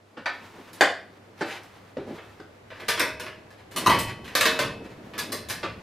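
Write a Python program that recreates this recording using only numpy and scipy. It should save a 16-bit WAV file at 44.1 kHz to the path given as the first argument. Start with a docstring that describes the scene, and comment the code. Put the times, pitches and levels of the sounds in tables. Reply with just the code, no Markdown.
"""Dull knocks come first, over hum, hiss and a low murmur; then chain links snap and a hook clanks.
A small chain hoist is worked by hand in a hard workshop, two metres from a pair of close microphones.
Each blow is a burst of noisy contact plus ringing modes; the contact spreads through the room.
Scrapes are dense ticks. Rumble, murmur, scuffs, rustle and air are coloured noise; the hum is a sine."""
import sys
import numpy as np
from scipy import signal
from scipy.fft import rfft, irfft, next_fast_len
from scipy.io import wavfile
from scipy.ndimage import uniform_filter1d

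SR = 44100
rng = np.random.default_rng(int(sys.argv[2]) if len(sys.argv) > 2 else 0)


def to_wav(sig):
    """Store sig (one row per channel, or 1-D mono) as 16-bit WAV at the path in sys.argv[1].

    Samples outside -1..1 are clipped; the rate is SR.
    """
    pcm = np.clip(np.atleast_2d(sig), -1, 1) * 32767
    pcm = np.round(pcm).astype(np.int16)
    wavfile.write(sys.argv[1], SR, pcm.T)  # frames by channels


N = 257058
TIME = np.arange(N) / SR  # seconds
TAIL = np.arange(2 ** 15) / SR  # seconds after a blow


def undb(db):
    """Turn decibels into gain."""
    return 10 ** (np.asarray(db) / 20)


def unit(x):
    """Scale to rms 1."""
    return x / np.sqrt(np.mean(x ** 2))


def unit_energy(x):
    """Scale to energy 1."""
    return x / np.sqrt(np.sum(x ** 2))


def fade(t60):
    """Exponential decay, 60 dB down after t60 seconds."""
    return np.exp(-np.log(1000) * TAIL / max(t60, 1 / SR))


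def read(points, hz):
    """Read between (Hz, value) points on a log-frequency axis."""
    f, value = np.transpose(points)
    return np.interp(np.log(np.maximum(hz, 1)), np.log(f), value)


def colour(x, points):
    """Filter with the gain of (Hz, dB) points; folding the cepstrum makes it respond only after its input."""
    n = next_fast_len(len(x) + 4096, True) // 2 * 2
    gain = undb(read(points, np.fft.rfftfreq(n, 1 / SR)))
    cepstrum = irfft(np.log(gain))
    cepstrum[1:n // 2] *= 2
    cepstrum[n // 2 + 1:] = 0
    response = np.exp(rfft(cepstrum))
    return irfft(rfft(x, n) * response)[:len(x)]


def split(x, edges):
    """Cut x into the parts between neighbouring band edges."""
    hz, spectrum = np.fft.rfftfreq(len(x), 1 / SR), rfft(x)
    return [irfft(spectrum * (hz >= lo) * (hz < hi), len(x)) for lo, hi in zip(edges, edges[1:])]


def walk(rate):
    """Smooth random wander with a spread near 1, drawing 'rate' new values per second."""
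    k = int(SR / rate)
    steps = np.repeat(rng.standard_normal(N // k + 1), k)
    return 1.2 * uniform_filter1d(steps, k)[:N]


# How much the two microphones differ.
# Each row: frequency in Hz, gain of the difference signal in dB.
WIDTH = [(60, -64), (250, -29.5), (600, -20), (1400, -17), (2800, -15), (5500, -9), (9500, -2.5),
         (13500, 0.5)]


def ports(mid, side):
    """Two close microphones hear the same bass and differing treble."""
    return mid + np.array([[1], [-1]]) * colour(side, WIDTH)


def wash(points, db):
    """Diffuse noise of one colour, at a steady or moving level."""
    return ports(*(unit(colour(rng.standard_normal(N), points)) * undb(db) for _ in range(2)))


# Colour of the still air, then of the hiss that differs at the two microphones.
# Each row: frequency in Hz, relative level in dB.
AIR = [(20, -30), (50, -27), (100, 5), (160, -7.5), (420, -10), (900, -13), (2000, -32), (4000, -24.5),
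       (8000, -31.5), (14000, -43), (16000, -80)]
HISS = [(30, -21), (110, -20), (220, -2), (450, 5), (900, -0.5), (2000, -5), (4000, -15.5), (8000, -25),
        (14000, -29), (16000, -60)]
AIR_DB = -62
HUM_HZ, HUM_DB, HUM_WAVER_DB = 99.5, -62, -0.5  # hum level before the swell
HISS_DB = -56.5  # before the swell
SWELL_RISE_DB_PER_S = 0.95
SWELL_START_DB, SWELL_SETTLE_S = -4, 0.27  # hum and hiss start softer


def background():
    """Still air, the wavering sine hum of the strip lights and a wide hiss; hum and hiss slowly grow."""
    hum = np.sqrt(2) * np.sin(2 * np.pi * HUM_HZ * TIME) * undb(HUM_DB + HUM_WAVER_DB * walk(11))
    hiss = np.array([unit(colour(rng.standard_normal(N), HISS)) for _ in range(2)])
    start_dip_db = SWELL_START_DB * np.clip(1 - (TIME / SWELL_SETTLE_S) ** 2, 0, 1)
    swell_db = SWELL_RISE_DB_PER_S * TIME + start_dip_db
    return wash(AIR, AIR_DB) + (hum + hiss * undb(HISS_DB)) * undb(swell_db)


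def strokes(table):
    """Gain of rubbing strokes: each swells and dies in a rounded arch."""
    gain = 0
    for start, length_s, db in table:
        progress = np.clip((TIME - start) / length_s, 0, 1)
        gain = gain + undb(db) * np.sqrt(np.sin(np.pi * progress))
    return gain


# Level of the low rumble and murmur, including the blurred tails of blows,
# strongest just after the hook's clank.
# Each row: time in seconds, rumble in dB, murmur in dB (both before the trims below).
MURMUR_LEVELS = [(0.0, -92, -60.5), (0.36, -85, -50.5), (2.74, -68.5, -56), (2.99, -63.5, -47),
                 (3.7, -73, -57), (3.98, -53, -25.5), (4.07, -60.5, -44.5), (5.45, -63, -45.5),
                 (5.83, -55.5, -47)]
# Soft scuffs, then sleeves rustling as the arms reach.
# Each row: start in seconds, length in seconds, level in dB before the noise wavers.
SCUFFS = [(0.553, 0.072, -49.5), (2.06, 0.11, -39), (3.745, .11, -39.5), (4.47, 0.11, -38.5),
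          (4.65, 0.25, -49), (5.15, 0.213, -46)]
RUSTLES = [(0.33, 0.64, -54), (1.55, 0.37, -58), (2.0, 0.45, -55), (3.02, 0.096, -43), (4.49, 0.13, -40)]
# Colours of the rumble (the load booms with it too), the murmur (scuffs share it) and the rustle.
# Each row: frequency in Hz, relative level in dB.
RUMBLE = [(20, -15), (40, -14), (56, -16.5), (71, -2.5), (85, -6.5), (125, -2.5), (160, -9), (220, -7),
          (500, -67)]
MURMUR = [(90, -29.5), (170, 1), (250, 4), (360, 2.5), (550, -2.5), (900, -12.5), (2500, -70)]
RUSTLE = [(400, -4.5), (900, 7), (2000, 0.5), (4000, -6.5), (8000, -17.5), (15000, -23)]
RUMBLE_TRIM_DB, MURMUR_TRIM_DB, RUSTLE_TRIM_DB = 10.5, -3.5, -12


def murmur():
    """Uneven coloured noise: low rumble and murmur with blurred tails of blows, scuffs and sleeves."""
    s, *columns = np.transpose(MURMUR_LEVELS)
    rumble_db, murmur_db = (np.interp(TIME, s, c) for c in columns)
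    rumble = wash(RUMBLE, rumble_db + RUMBLE_TRIM_DB + 1.7 * walk(27))
    murmur_gain = undb(murmur_db + MURMUR_TRIM_DB) + strokes(SCUFFS)
    murmur_and_scuffs = murmur_gain * wash(MURMUR, 1.84 * walk(50))
    # brighter noise follows the murmur's level, besides the sleeve strokes
    rustle_gain = undb(murmur_db + RUSTLE_TRIM_DB) + strokes(RUSTLES)
    rustle = rustle_gain * wash(RUSTLE, 2.33 * walk(25.21))
    return rumble + murmur_and_scuffs + rustle


# The heavy load is jolted.
# Each row: start in seconds, level in dB before the noise wavers.
JOLTS = [(1.965, -52), (3.865, -33), (4.02, -41), (4.62, -38), (5.66, -42.5)]
JOLT_ATTACK_S, JOLT_HOLD_S, JOLT_FALL_DB_PER_S = 0.03, 0.03, 87


def load():
    """Each jolt of the load booms as low noise, holds for a moment and dies away."""
    gain = 0
    for s, db in JOLTS:
        attack = np.clip((TIME - s) / JOLT_ATTACK_S, 0, 1)
        falling_s = np.maximum(TIME - s - JOLT_ATTACK_S - JOLT_HOLD_S, 0)
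        gain = gain + attack * undb(db - JOLT_FALL_DB_PER_S * falling_s)
    return gain * wash(RUMBLE, 0.5 * walk(14))


# How long the workshop reverberates.
# Each row: frequency in Hz, time to fall by 60 dB in seconds.
ROOM_T60 = [(100, 0.39), (400, 0.44), (1000, 0.36), (2700, 0.43), (7000, 0.32), (14000, 0.23)]


def room_decay():
    """Octave edges, and how the reverberation fades in each octave."""
    edges = np.r_[0, 180 * 2 ** np.arange(7), SR / 2]
    return edges, np.array([fade(t60) for t60 in read(ROOM_T60, edges[1:] / np.sqrt(2))])


def workshop(direct_db, early_db, early_s):
    """Paths from one spot: straight, off nearby machines and walls, then a diffuse tail that builds up."""
    edges, decay = room_decay()
    octaves = split(rng.standard_normal(len(TAIL)), edges)
    diffuse = np.sum(octaves * decay, axis=0) * (1 - fade(0.052))
    # about 1800 scattered reflections a second, dying away
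    reflected = rng.random(len(TAIL)) < 1800 / SR
    early = rng.standard_normal(len(TAIL)) * reflected * fade(early_s)
    response = unit_energy(diffuse) + undb(early_db) * unit_energy(early)
    response[0] += undb(direct_db)
    return unit_energy(response)


# Slack chain and fittings dragged over metal.
# Each row: start in seconds, length in seconds, level of the ticks in dB before body and room.
SCRAPES = [(1.351, 0.11, -47), (1.439, 0.14, -38.5), (2.059, 0.052, -52), (2.719, 0.24, -51.5),
           (3.205, 0.087, -49), (3.577, 0.036, -53.5), (3.785, 0.086, -40), (4.07, 0.034, -36.5),
           (4.28, 0.2, -49), (4.834, 0.024, -48), (4.885, 0.045, -52)]
# Colour of the scraping. Each row: frequency in Hz, relative level in dB.
SCRAPE = [(120, -31), (350, 6), (900, 7.5), (2200, 7), (4500, -3.5), (7000, -12), (13500, -19.5),
          (15500, -41)]


def scrapes():
    """Metal catches and slips in dense uneven ticks that the room smears."""
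    ticks = np.zeros(N)
    for s, length_s, db in SCRAPES:
        n = int(length_s * SR)
        caught = rng.random(n) < 700 / SR  # about 700 ticks a second
        slips = rng.standard_normal(n) * caught * signal.windows.tukey(n, .5)
        i = int(s * SR)
        ticks[i:i + n] += unit(slips) * undb(db)
    body = unit_energy(colour(signal.unit_impulse(1024), SCRAPE))
    sound = signal.fftconvolve(ticks, body)
    place = dict(direct_db=-4, early_db=7, early_s=0.13)
    return ports(*(signal.fftconvolve(sound, workshop(**place))[:N] for _ in range(2)))


# Edges in Hz of the five registers: thump, body, clang, clink, tick.
BAND_EDGES = [50, 200, 750, 1400, 5000, 15000]


def blow(band_db, chatter_s, ring_db, striker_hz, modes, crack, paths):
    """One contact chatters for a moment and rings the modes, each by the place where it is struck."""
    contact = unit_energy(rng.laplace(size=len(TAIL)) * fade(chatter_s))
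    contact[0] += .8
    # the part that strikes adds one damped resonance of its own
    contact = contact + .8 * signal.lfilter(*signal.iirpeak(striker_hz, 14, fs=SR), contact)
    contact = colour(unit_energy(contact), crack)
    # a random strength for each mode stands for the place struck
    strength = undb(ring_db + 2.0 * rng.standard_normal(len(modes)))

    def arrival():
        """The crack spreads through the room; each mode arrives in its own phase."""
        ring = 0
        for gain, (hz, db, t60) in zip(strength, modes):
            tone = np.sin(2 * np.pi * (hz * TAIL + rng.random())) * fade(t60)
            ring = ring + gain * undb(db) * unit_energy(tone)
        spread = signal.fftconvolve(contact, workshop(*paths))[:len(TAIL)]
        return spread + ring * (1 - fade(0.034))

    mid, side = arrival(), arrival()
    # force and hardness of the contact set how strong each register starts
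    attack = int(.025 * SR)
    start_db = [10 * np.log10(np.mean(part[:attack] ** 2)) for part in split(mid, BAND_EDGES)]
    centres = np.sqrt(np.multiply(BAND_EDGES[1:], BAND_EDGES[:-1]))
    hardness = np.c_[centres, np.subtract(band_db, start_db)]
    return np.array([colour(mid, hardness), colour(side, hardness)])


RING_DB_PER_LEVEL_DB, AVERAGE_BLOW_DB = 0.21, -22.5  # stronger blows set the modes ringing more


def blows(table, modes, crack, voice_db, clang_share, ring_db, direct_db, early_db, early_s):
    """All blows on one object: weight brings in the lower registers, hardness the tick."""
    out = np.zeros((2, N + len(TAIL)))
    paths = direct_db, early_db, early_s
    for s, db, weight_db, hard_db, chatter_s, striker_hz in table:
        # a light touch sounds mostly in the clink, which neither changes
        tilt_db = [weight_db, weight_db, clang_share * weight_db, 0, hard_db]
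        band_db = db + np.add(voice_db, tilt_db)
        force_db = RING_DB_PER_LEVEL_DB * (band_db.max() - AVERAGE_BLOW_DB)
        i = int(s * SR)
        sound = blow(band_db, chatter_s, ring_db + force_db, striker_hz, modes, crack, paths)
        out[:, i:i + len(TAIL)] += sound
    return ports(*out[:, :N])


# Duller knocks on bench and machine casing.
# Each row: start in seconds, level in dB before the voice below, weight in dB, hardness in dB,
# chatter decay in seconds, note of the striking part in Hz.
KNOCKS = [(0.169, -40.5, -0.5, -9, 0.099, 264), (0.258, -22.5, -21.5, -8.5, 0.042, 1780),
          (0.809, -13, -9, 3.5, 0.016, 2580), (1.409, -29, 2, 0.5, 0.047, 370),
          (1.969, -44.5, 17.5, -2, 0.12, 400), (2.399, -48, 5.5, 0.5, 0.018, 427),
          (5.631, -28, -4.5, -4.5, 0.096, 1150)]
# Modes of the casing. Each row: frequency in Hz, relative level in dB, 60 dB decay in seconds.
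CASING = [(185.5, -3.5, 0.25), (293.5, 4.5, 0.18), (332, 8, 0.16), (378.5, 9.5, 0.069), (490, 2.5, 0.12),
          (572, 5, 0.24), (725, 2, 0.14), (1070, -5, 0.35), (1206, -3, 0.17), (1530, 1, 0.23),
          (1770, -18, 0.084), (2250, -12, 0.15), (2650, -10, 0.38)]
# Colour of the contact noise. Each row: frequency in Hz, relative level in dB.
CASING_CRACK = [(40, -33), (110, -8), (180, -5), (330, -4.5), (480, 0.5), (700, 2), (1500, 4.5), (2000, -1),
                (2700, -3), (4500, 0), (6000, -5.5), (8000, -9), (10000, -16), (13000, -21), (15500, -35)]
# Registers before weight and hardness: thump, body, clang, clink and tick in dB.
KNOCK_VOICE = [-19, 2, -5.5, -2.5, -23]
KNOCK_CLANG_SHARE = 0.11  # dB of clang per dB of weight


def knocks():
    """Blows on the casing, with strong reflections from the wall beside it."""
    near = dict(direct_db=-14, early_db=2, early_s=.1)
    return blows(KNOCKS, CASING, CASING_CRACK, KNOCK_VOICE, KNOCK_CLANG_SHARE, ring_db=-29.5, **near)


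# The hook seats under load.
# Each row: start in seconds, level in dB before the voice below, weight in dB, hardness in dB,
# chatter decay in seconds, note of the striking part in Hz.
CLANKS = [(3.762, -25, -8, 4.5, 0.056, 1160), (3.862, -17.5, 2.5, -0.5, 0.017, 1160),
          (3.897, -16.5, -2, -8, 0.023, 950)]
# Modes of the hook and lifting eye.
# Each row: frequency in Hz, relative level in dB, 60 dB decay in seconds.
HOOK = [(269, -14, 0.4), (385, -24, 0.62), (910, 3, 0.57), (956, -0.5, 0.61), (1011, 7.5, 0.23),
        (1044, 1.5, 0.25), (1195, 13, 0.14), (1130.6, 0.5, 0.61), (1642, -15, 0.26), (1981, -2, 0.65),
        (2560, -2.5, 0.7), (3050, -2, 0.68), (4200, -9, 0.54)]
# Colour of the contact noise. Each row: frequency in Hz, relative level in dB.
HOOK_CRACK = [(40, -30), (100, 4), (600, 5.5), (790, 2.5), (1000, 10.5), (1200, 0.5), (1430, -1),
              (1950, 5.5), (2350, -4), (2650, 0.5), (4500, -9), (7000, -19.5), (14000, -24), (16000, -36)]
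# Registers before weight and hardness: thump, body, clang, clink and tick in dB.
CLANK_VOICE = [-18, -11, 0, -7.5, -11]
CLANK_CLANG_SHARE = 1  # dB of clang per dB of weight


def hook():
    """The hook slips and seats, ringing its steel modes with a low clang."""
    place = dict(direct_db=-9.5, early_db=-1.5, early_s=0.15)
    return blows(CLANKS, HOOK, HOOK_CRACK, CLANK_VOICE, CLANK_CLANG_SHARE, ring_db=-19.5, **place)


# Links snap over the wheel.
# Each row: start in seconds, level in dB before the voice below, weight in dB, hardness in dB,
# chatter decay in seconds.
CLICKS = [(0.731, -49, -32, 12, 0.059), (1.632, -63, -10, 16, .01), (2.179, -41, 5.5, -27, 0.029),
          (2.703, -41.5, 8, -14.5, 0.18), (2.798, -39, 2, -7, 0.08), (2.883, -20, -2.5, 2.5, 0.061),
          (2.976, -27, -3, -9, 0.068), (2.995, -21.5, 1.5, 6, 0.016), (3.197, -35.5, 5.5, 4.5, 0.063),
          (3.261, -34, -1.5, -16, .06), (3.505, -52, 7, 0.5, 0.06), (3.712, -47.5, 0, 6, 0.42),
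          (3.926, -28.5, -4, -6, 0.053), (3.989, -32, 4, 13, 0.023), (4.245, -41, -12, -3, 0.082),
          (4.278, -39.5, -19, -4, 0.029), (4.352, -18, -2.5, 3.5, 0.036), (4.408, -17, -8, 2.5, 0.017),
          (4.455, -17, 0.5, 0, 0.013), (4.59, -21.5, 6, -0.5, 0.076), (5.136, -38.5, 4, -11, 0.083),
          (5.18, -28.5, -10, 8, 0.085), (5.32, -30.5, 5.5, 9.5, .03), (5.487, -38, -5, 11, 0.062),
          (5.498, -30.5, -3, 8, 0.063)]
# Modes of hoist frame, hook and links.
# Each row: frequency in Hz, relative level in dB, 60 dB decay in seconds.
STEEL = [(259.8, -5, 0.84), (461, 1, 0.49), (627, 0, 1), (940, -6, 0.75), (1009, -6, 0.48),
         (1191, 2.5, 0.42), (1354, -25, 0.2), (1540, 3, 0.25), (1750, -7, 0.29), (1750, -4, 0.44),
         (2591, 4.5, 0.69), (2540, -1, 0.81), (3009, -1.5, 0.55), (3470, 4, 0.41), (3800, -5, 0.29),
         (3980, 5, 0.091), (4940, 8, 0.13), (6340, -22, .28), (8670, 0, 0.23), (10200, -14, 0.2)]
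# Colour of the contact noise. Each row: frequency in Hz, relative level in dB.
STEEL_CRACK = [(40, -31), (100, 4), (400, -3.5), (650, -1.5), (800, -11.5), (1000, 2), (1400, -3),
               (1800, 0.5), (2800, -2), (5000, 1), (7000, -2), (11000, -1), (14500, -4.5), (16000, -34)]
# Registers before weight and hardness: thump, body, clang, clink and tick in dB.
CLICK_VOICE = [-34, -9.5, -10, -2, -15]
CLICK_CLANG_SHARE = 0.14  # dB of clang per dB of weight
LINK_HZ, LINK_SPREAD = 1730, 0.028  # every link has nearly the same note


def hoist():
    """Links snap over the wheel and ring the steel, up by the roof where the room dominates."""
    links = [(*row, LINK_HZ * np.exp(LINK_SPREAD * rng.standard_normal())) for row in CLICKS]
    place = dict(direct_db=-17.5, early_db=-1.0, early_s=0.095)
    return blows(links, STEEL, STEEL_CRACK, CLICK_VOICE, CLICK_CLANG_SHARE, ring_db=-27.5, **place)


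def scene():
    """Everything the two microphones hear."""
    return background() + murmur() + load() + scrapes() + knocks() + hook() + hoist()


TOP_HZ = 15400


def record(dry):
    """Round the highest peaks softly and cut the treble above TOP_HZ."""
    rounded = 2 * np.tanh(dry / 2)
    treble_cut = signal.ellip(8, .2, 70, TOP_HZ, fs=SR, output="sos")
    return signal.sosfilt(treble_cut, rounded)


dry = scene()
out = record(dry)
to_wav(out)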